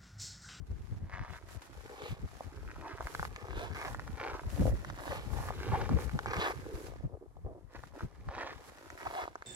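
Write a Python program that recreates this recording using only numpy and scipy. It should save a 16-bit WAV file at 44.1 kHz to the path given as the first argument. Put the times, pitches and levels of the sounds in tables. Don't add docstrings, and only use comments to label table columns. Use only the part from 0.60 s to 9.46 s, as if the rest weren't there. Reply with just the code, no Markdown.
import sys
import numpy as np
from scipy import signal
from scipy.fft import rfft, irfft
from scipy.io import wavfile
from scipy.ndimage import uniform_filter1d

SR = 44100
rng = np.random.default_rng(int(sys.argv[2]) if len(sys.argv) > 2 else 0)


def int16_out(signal):
    q = np.round(np.clip(np.atleast_2d(signal).T, -1, 1) * 32767)
    wavfile.write(sys.argv[1], SR, q.astype(np.int16))


N = 390726
TIME = np.arange(N) / SR
CREAK_HZ = 1700


def from_db(db):
    return np.exp(np.asarray(db) * (np.log(10) / 20))


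def rms_one(x):
    return x / np.sqrt(np.mean(x ** 2) + 1e-20)


def in_time(rows):
    return np.interp(TIME, *np.transpose(rows))


def pan(left_db):
    return rms_one(from_db([[left_db / 2], [-left_db / 2]]))


def drift(rate):
    knots = rng.standard_normal(N // 20) * np.sqrt(3 / 2)
    return np.interp(TIME * rate, np.arange(len(knots)), knots)


def swell(age, half_s):
    return np.exp(-.5 * np.minimum((age / half_s) ** 2, 200))


def butterworth(x, hz, kind, order=2):
    return signal.sosfilt(signal.butter(order, hz, kind, fs=SR, output="sos"), x)


def colour(x, spectrum, size=2 ** 13):
    hz, db = np.transpose(spectrum)
    grid = np.maximum(np.arange(size // 2 + 1) * SR / size, 1)
    gain = from_db(np.interp(np.log(grid), np.log(hz), db))
    cepstrum = irfft(np.log(gain))
    cepstrum[1:size // 2] *= 2
    cepstrum[size // 2 + 1:] = 0
    response = irfft(np.exp(rfft(cepstrum)))
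    return signal.oaconvolve(np.atleast_2d(x), response[None], axes=1)[:, :N]


def resonate(x, hz, q):
    return signal.lfilter(*signal.iirpeak(min(hz, SR / 5), max(q, .5), fs=SR), x + 1e-18)


def evened(x, size):
    power = uniform_filter1d(uniform_filter1d(np.mean(x ** 2, axis=0), size), size)
    return x / np.sqrt(np.maximum(power, 1e-6 * power.mean()))


def air():
    # frequency in Hz, relative spectral level in dB.
    spectrum = [(40, 16), (350, -2.5), (900, 5), (2500, -18), (12500, -17.5), (15000, -78)]
    return from_db(-68) * rms_one(colour(rng.standard_normal((2, N)), spectrum))


def wind(lumpy_db, gusty_db):
    # time in seconds, relative level in dB.
    strength = [(0, -50), (.75, -57.5), (3.85, -54.5), (4.03, -35.5), (4.25, -56), (4.7, -51), (5.35, -42),
                (6.0, -58.5), (7.1, -60), (8.85, -69)]
    # frequency in Hz, relative spectral level in dB.
    spectrum = [(20, -41), (32, -18), (45, -2.5), (67, -2.5), (105, -6), (180, -17.5), (400, -27),
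                (1500, -79)]
    swirl = rng.standard_normal((2, N)) * from_db(lumpy_db * np.array([drift(30), drift(30)]))
    rumble = evened(colour(swirl, spectrum) * pan(left_db=8), size=6000)
    return rumble * from_db(in_time(strength) + 9.5 + gusty_db * drift(7.5))


def eddies(half_s, left_db, size=8192):
    # time in seconds, level in dB.
    hits = [(0.116, -33), (0.33, -34.5), (0.436, -35), (0.618, -35.5), (1.52, -33.5), (1.645, -33.5),
            (2.453, -37), (2.603, -36), (2.975, -35.5), (4.01, -25.5), (4.806, -34.5), (5.133, -28.5),
            (5.319, -27), (5.358, -28), (5.553, -29), (5.783, -32.5), (6.15, -36.5), (6.454, -31.5),
            (6.861, -35.5), (7.443, -33.5), (7.68, -35)]
    top_edge_hz, db_per_octave = 231, 8
    out = np.zeros((2, N + 2 * size))
    burst = swell((np.arange(size) - size // 2) / SR, half_s)
    strongest_db = max(db for s, db in hits)
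    for (s, db), swirl in zip(hits, rng.standard_normal((len(hits), 2, size))):
        edge_hz = top_edge_hz * 2 ** ((db - strongest_db) / db_per_octave)
        thud = burst * butterworth(swirl, [edge_hz / 3, edge_hz], "band")
        thud /= np.sqrt(np.sum(thud ** 2, axis=1, keepdims=True) / np.sum(burst ** 2))
        at = int(s * SR) + size // 2
        out[:, at:at + size] += from_db(db) * pan(left_db) * thud
    return out[:, size:size + N]


def stroke(s, length_s, crest, first_db, last_db, attack_s, release_s):
    end = s + length_s
    times = [s - attack_s, s, s + np.clip(crest, .02, .98) * length_s, end, end + release_s]
    near = slice(*np.searchsorted(TIME, [times[0], times[-1]]))
    gain = np.zeros(N)
    gain[near] = from_db(np.interp(TIME[near], times, [-60, first_db, 0, last_db, -60]))
    return gain


def stirring(db):
    # time in seconds, amount of motion as a gain in dB.
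    motion = [(0, -14.5), (.3, -9), (.9, -1.5), (2.0, 0), (5.2, 5), (6.0, 4), (6.35, -0.5), (6.6, -21),
              (7.08, -15), (7.2, -8), (7.58, -6), (7.95, 0.5), (8.6, 3.5), (8.75, -4.5)]
    return from_db(in_time(motion) + db) ** 2


def coat_level():
    # start in seconds, length in seconds, relative level in dB.
    swishes = [(0.066, 0.32, -75), (0.693, 0.096, -71), (0.889, 0.074, -67), (1.01, 0.064, -68.5),
               (1.132, 0.28, -71.5), (1.425, 0.1, -67.5), (1.69, 0.17, -72), (2.427, 0.25, -65),
               (2.969, 0.09, -68), (3.154, 0.18, -65.5), (3.901, 0.2, -64), (4.408, 0.17, -66.5),
               (4.721, 0.17, -65), (5.019, 0.2, -73), (5.394, 0.061, -64.5), (5.737, 0.18, -65),
               (6.134, 0.16, -67), (7.131, 0.16, -72.5), (7.35, 0.11, -71), (8.045, 0.051, -69),
               (8.39, 0.26, -69)]
    power = stirring(-72.5)
    for s, length_s, db in swishes:
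        speed = stroke(s, length_s, crest=.83, first_db=-2, last_db=-2, attack_s=.097, release_s=.085)
        power += (from_db(db) * speed) ** 2
    return 10 * np.log10(power)


def coat(grain_db, flutter_db):
    # frequency in Hz, relative spectral level in dB.
    spectrum = [(400, 5), (1500, 8), (3000, 0), (5500, -2), (7600, -5), (8800, -8), (11500, -7.5),
                (15500, -25.5)]
    # frequency in Hz, level at the left port against the right in dB.
    left_shade = [(3000, -1), (7400, -1), (8800, -10.5), (12500, -8), (15000, 2)]
    level_db = coat_level()
    speed = from_db(level_db + 61)
    rub = rng.standard_normal((2, N)) * from_db(grain_db * drift(900) + flutter_db * drift(90))
    hiss = butterworth(rng.standard_normal((2, N)), 10000, "high")
    left, right = colour(rub + speed * from_db(13.5) * hiss, spectrum)
    fabric = evened(np.vstack([colour(left, left_shade), right]), size=3000)
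    pressure = np.minimum(speed, 1) ** .25
    return fabric * pressure * from_db(level_db + 13)


def grains(per_s, spread_db, low_hz, high_hz, q, patchy_db=2.0, count=12):
    born = rng.random(N) < per_s * np.exp(.7 * drift(40)) / SR
    strength = from_db(spread_db * np.minimum(rng.exponential(1, N), 4))
    clicks = born * strength * rng.choice([-1, 1], N)
    resonator = rng.integers(0, count, N)
    return sum(resonate(clicks * (resonator == k), hz, q) * from_db(patchy_db * drift(20)) / np.sqrt(hz)
               for k, hz in enumerate(np.geomspace(low_hz, high_hz, count)))


def scrapes():
    # centre in seconds, half length in seconds, level in dB.
    slides = [(0.73, 0.037, -61.5), (1.465, 0.051, -52), (3.003, 0.059, -52.5), (4.285, 0.016, -57),
              (4.54, 0.071, -53), (5.112, 0.14, -55.5), (5.825, 0.031, -41), (7.839, 0.074, -54),
              (8.583, 0.038, -54.5)]
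    # frequency in Hz, filter gain in dB.
    spectrum = [(1200, 3.5), (2600, 2.5), (3900, 2), (5400, -8.5), (7500, -8), (14000, -31)]
    crystals = grains(per_s=3500, spread_db=4.6, low_hz=2100, high_hz=3100, q=.72)
    grit = evened(colour(crystals, spectrum), size=1200)[0]
    return grit * sum(from_db(db) * swell(TIME - s, half_s) for s, half_s, db in slides)


def squeaks(jitter_octaves, overtone_db):
    # centre and half length in seconds, level in dB, pitch in Hz, glide in octaves a second.
    tones = [(2.264, 0.015, -42.5, 850, -3.5), (3.032, 0.028, -43.5, 676, 11.5),
             (4.519, .008, -40, 556, -2), (5.144, 0.016, -32.5, 851.5, -9.5),
             (5.853, .018, -37.5, 1577, -7.5), (8.467, .006, -34.5, 944, 0.5),
             (8.585, 0.025, -38, 756, 5.5)]
    out = np.zeros(N)
    waver = jitter_octaves * drift(700)
    grip = rms_one(from_db(1.5 * drift(300)))
    for s, half_s, db, hz, glide in tones:
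        near = np.abs(TIME - s) < 4 * half_s
        age = TIME[near] - s
        phase = 2 * np.pi * np.cumsum(hz * 2 ** (glide * age + waver[near])) / SR
        tone = rms_one(np.sin(phase) + from_db(overtone_db) * np.sin(2 * phase))
        out[near] += from_db(db) * tone * grip[near] * swell(age, half_s)
    return out


def snaps(rows, half_cycles, crack_db, size=512):
    out = np.zeros(N + size)
    age = (np.arange(size) - size // 2) / SR
    for (s, peak_db, hz), noise in zip(rows, rng.standard_normal((len(rows), size))):
        splinters = from_db(crack_db) * (hz / CREAK_HZ) ** 2 * butterworth(noise, [2500, 6500], "band")
        wavelet = np.sin(2 * np.pi * hz * age + .5 * noise[0]) + splinters
        at = int(s * SR) - size // 2
        out[at:at + size] += from_db(peak_db) * wavelet * swell(age, half_cycles / hz)
    return out[:N]


def creaks():
    # start in seconds, length in seconds, upper level in dB, slips per second.
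    runs = [(.522, .042, -33, 190), (.74, .045, -37, 120), (2.075, .04, -34, 105), (3.15, .08, -32, 130),
            (7.785, .05, -30, 200), (8.372, .07, -34, 70)]
    ticks = []
    for (s, length_s, db, per_s), chance in zip(runs, rng.random((len(runs), 20, 3))):
        for k, (late, weak, high) in enumerate(chance):
            if k < length_s * per_s:
                hz = CREAK_HZ * 2 ** (.5 * (high - .5))
                ticks.append((s + (k + .5 * late) / per_s, db - 6 * weak, hz))
    return snaps(ticks, half_cycles=.5, crack_db=-12)


def crust():
    # time in seconds, relative peak level in dB, pitch in Hz.
    fractures = [(1.808, -32, 700), (2.408, -26, 950), (2.471, -27, 1350), (2.55, -25, 1250),
                 (2.596, -25, 1300), (2.629, -23, 1150), (2.652, -27, 1300), (2.762, -31, 1800),
                 (3.347, -27, 1200), (3.396, -28, 1350), (3.478, -34, 1300), (4.056, -23, 450),
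                 (4.079, -26, 500), (4.248, -30, 1350), (4.301, -30, 1200), (4.388, -35, 1000),
                 (4.887, -28, 1200), (4.906, -26, 800), (5.293, -26, 1000), (5.495, -32, 1400),
                 (5.591, -23, 1250), (5.66, -23, 1150), (5.735, -21, 1250), (5.907, -27, 800),
                 (6.769, -45, 700), (7.237, -35, 1100), (7.408, -33, 1050), (7.688, -31, 1100),
                 (8.303, -33, 1600), (8.655, -33, 850), (8.679, -29, 850), (8.756, -29, 1050),
                 (8.823, -32, 1400)]
    return from_db(3) * snaps(fractures, half_cycles=.36, crack_db=-7)


def boot_levels():
    # start and length in seconds, share of the length until full weight,
    # crunch level in dB, packing level in dB.
    treads = [(0.5, 0.25, 0.28, -49, -76), (1.251, 0.26, 0.8, -52.5, -48), (2.15, 0.36, 0.4, -50, -53.5),
              (2.791, 0.29, 0.77, -47, -50), (3.131, 0.17, 0.82, -41.5, -50.5),
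              (3.585, 0.21, 0.16, -41, -46), (3.973, 0.15, 0.66, -55.5, -38.5),
              (4.383, 0.2, 0.71, -43.5, -45), (4.722, 0.2, 0.17, -46, -55), (4.998, 0.26, 0.85, -42.5, -43),
              (5.302, 0.13, .7, -47, -44), (5.681, 0.23, .85, -35.5, -40), (6.044, 0.41, 0.05, -77, -49.5),
              (6.488, 0.19, 0.25, -86, -51), (6.809, 0.18, 0.28, -80, -48),
              (7.135, 0.05, 0.3, -51.5, -50.5), (7.355, 0.073, 0.64, -53, -46),
              (7.712, 0.21, 0.4, -42.5, -46), (8.414, 0.23, 1, -43, -50)]
    crunch, pack = stirring(-62.5), stirring(-60.5)
    for s, length_s, crest, crunch_db, pack_db in treads:
        weight = stroke(s, length_s, crest, first_db=-8, last_db=-6.5, attack_s=.14, release_s=.14)
        crunch += (from_db(crunch_db) * weight) ** 2
        pack += (from_db(pack_db) * weight) ** 2
    return 10 * np.log10(crunch), 10 * np.log10(pack)


def break_rate(db, idle_per_s=70, loaded_per_s=600, exponent=1.1):
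    return idle_per_s + loaded_per_s * from_db(exponent * (db - db.max()))


def slips(per_s, jitter, decay_s=.00032, grinding_db=-19):
    slip_count = np.floor(np.cumsum(per_s * np.exp(jitter * drift(150))) / SR)
    kicks = np.diff(slip_count, prepend=0) * from_db(4.5 * rng.standard_normal(N))
    bursts = signal.lfilter([1], [1, -np.exp(-1 / (decay_s * SR))], kicks + 1e-18)
    return (bursts + from_db(grinding_db)) * rng.standard_normal(N)


def boots():
    # frequency in Hz, filter gain in dB.
    crunch_spectrum = [(200, -12.5), (560, 0), (950, 4), (1700, -2.5), (2300, -4), (2900, -10.5),
                       (6000, -7.5), (15000, -72)]
    pack_spectrum = [(170, -12.5), (290, 1), (450, 1), (640, -4), (1200, -12), (3000, -46)]
    crunch_db, pack_db = boot_levels()
    runs = slips(break_rate(crunch_db), jitter=.7)
    blend = np.pi / 4 + .6 * np.tanh(drift(20))
    ringing = np.cos(blend) * resonate(runs, 850, q=1.3) + np.sin(blend) * resonate(runs, 1550, q=1.5)
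    crunch = evened(colour(ringing, crunch_spectrum), size=1700)
    deep_breaks = grains(break_rate(pack_db), spread_db=3, low_hz=294, high_hz=700, q=2.05)
    pack = evened(colour(deep_breaks, pack_spectrum), size=1800)
    return (crunch * from_db(crunch_db + .44) + pack * from_db(pack_db))[0]


def at_ports(x):
    # time in seconds of a step, in turn ahead of the microphone and to its right.
    step_times = [.6, 1.45, 2.2, 3.0, 3.6, 4.4, 5.2, 5.9, 7.7, 8.6]
    ahead_ms, right_ms = .057, .23
    lag_ms = np.interp(TIME, step_times, np.resize([ahead_ms, right_ms], len(step_times)))
    left = np.interp(TIME - lag_ms / 1000, TIME, x)
    return np.array([left, x]) * pan(left_db=-1.7)


def scattered(x, scatter_db, decay_s, edge_hz, size=512, count=3):
    age = np.arange(size) / SR
    shares = np.array([drift(5) for _ in range(count)])
    out = 0
    for share in shares / np.linalg.norm(shares, axis=0):
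        response = rng.standard_normal((2, size)) * age * np.exp(-age / decay_s)
        response /= np.sqrt(np.sum(response ** 2) / 2)
        response = butterworth(response, edge_hz, "low", order=1)
        out = out + signal.oaconvolve((share * x)[None], response, axes=1)[:, :N]
    return from_db(scatter_db) * out


def scene():
    steps = crust() + boots() + scrapes() + squeaks(jitter_octaves=.2185, overtone_db=-12) + creaks()
    feet = at_ports(steps) + scattered(steps, scatter_db=-3.5, decay_s=.0017, edge_hz=3000)
    background = air() + eddies(half_s=.013, left_db=3)
    return background + feet + coat(grain_db=3, flutter_db=1.5) + wind(lumpy_db=7, gusty_db=3)


def record(dry):
    treble_cut = signal.ellip(10, .2, 80, 15800, fs=SR, output="sos")
    return signal.sosfilt(treble_cut, butterworth(dry, 22, "high"))


dry = scene()
out = record(dry)
int16_out(out)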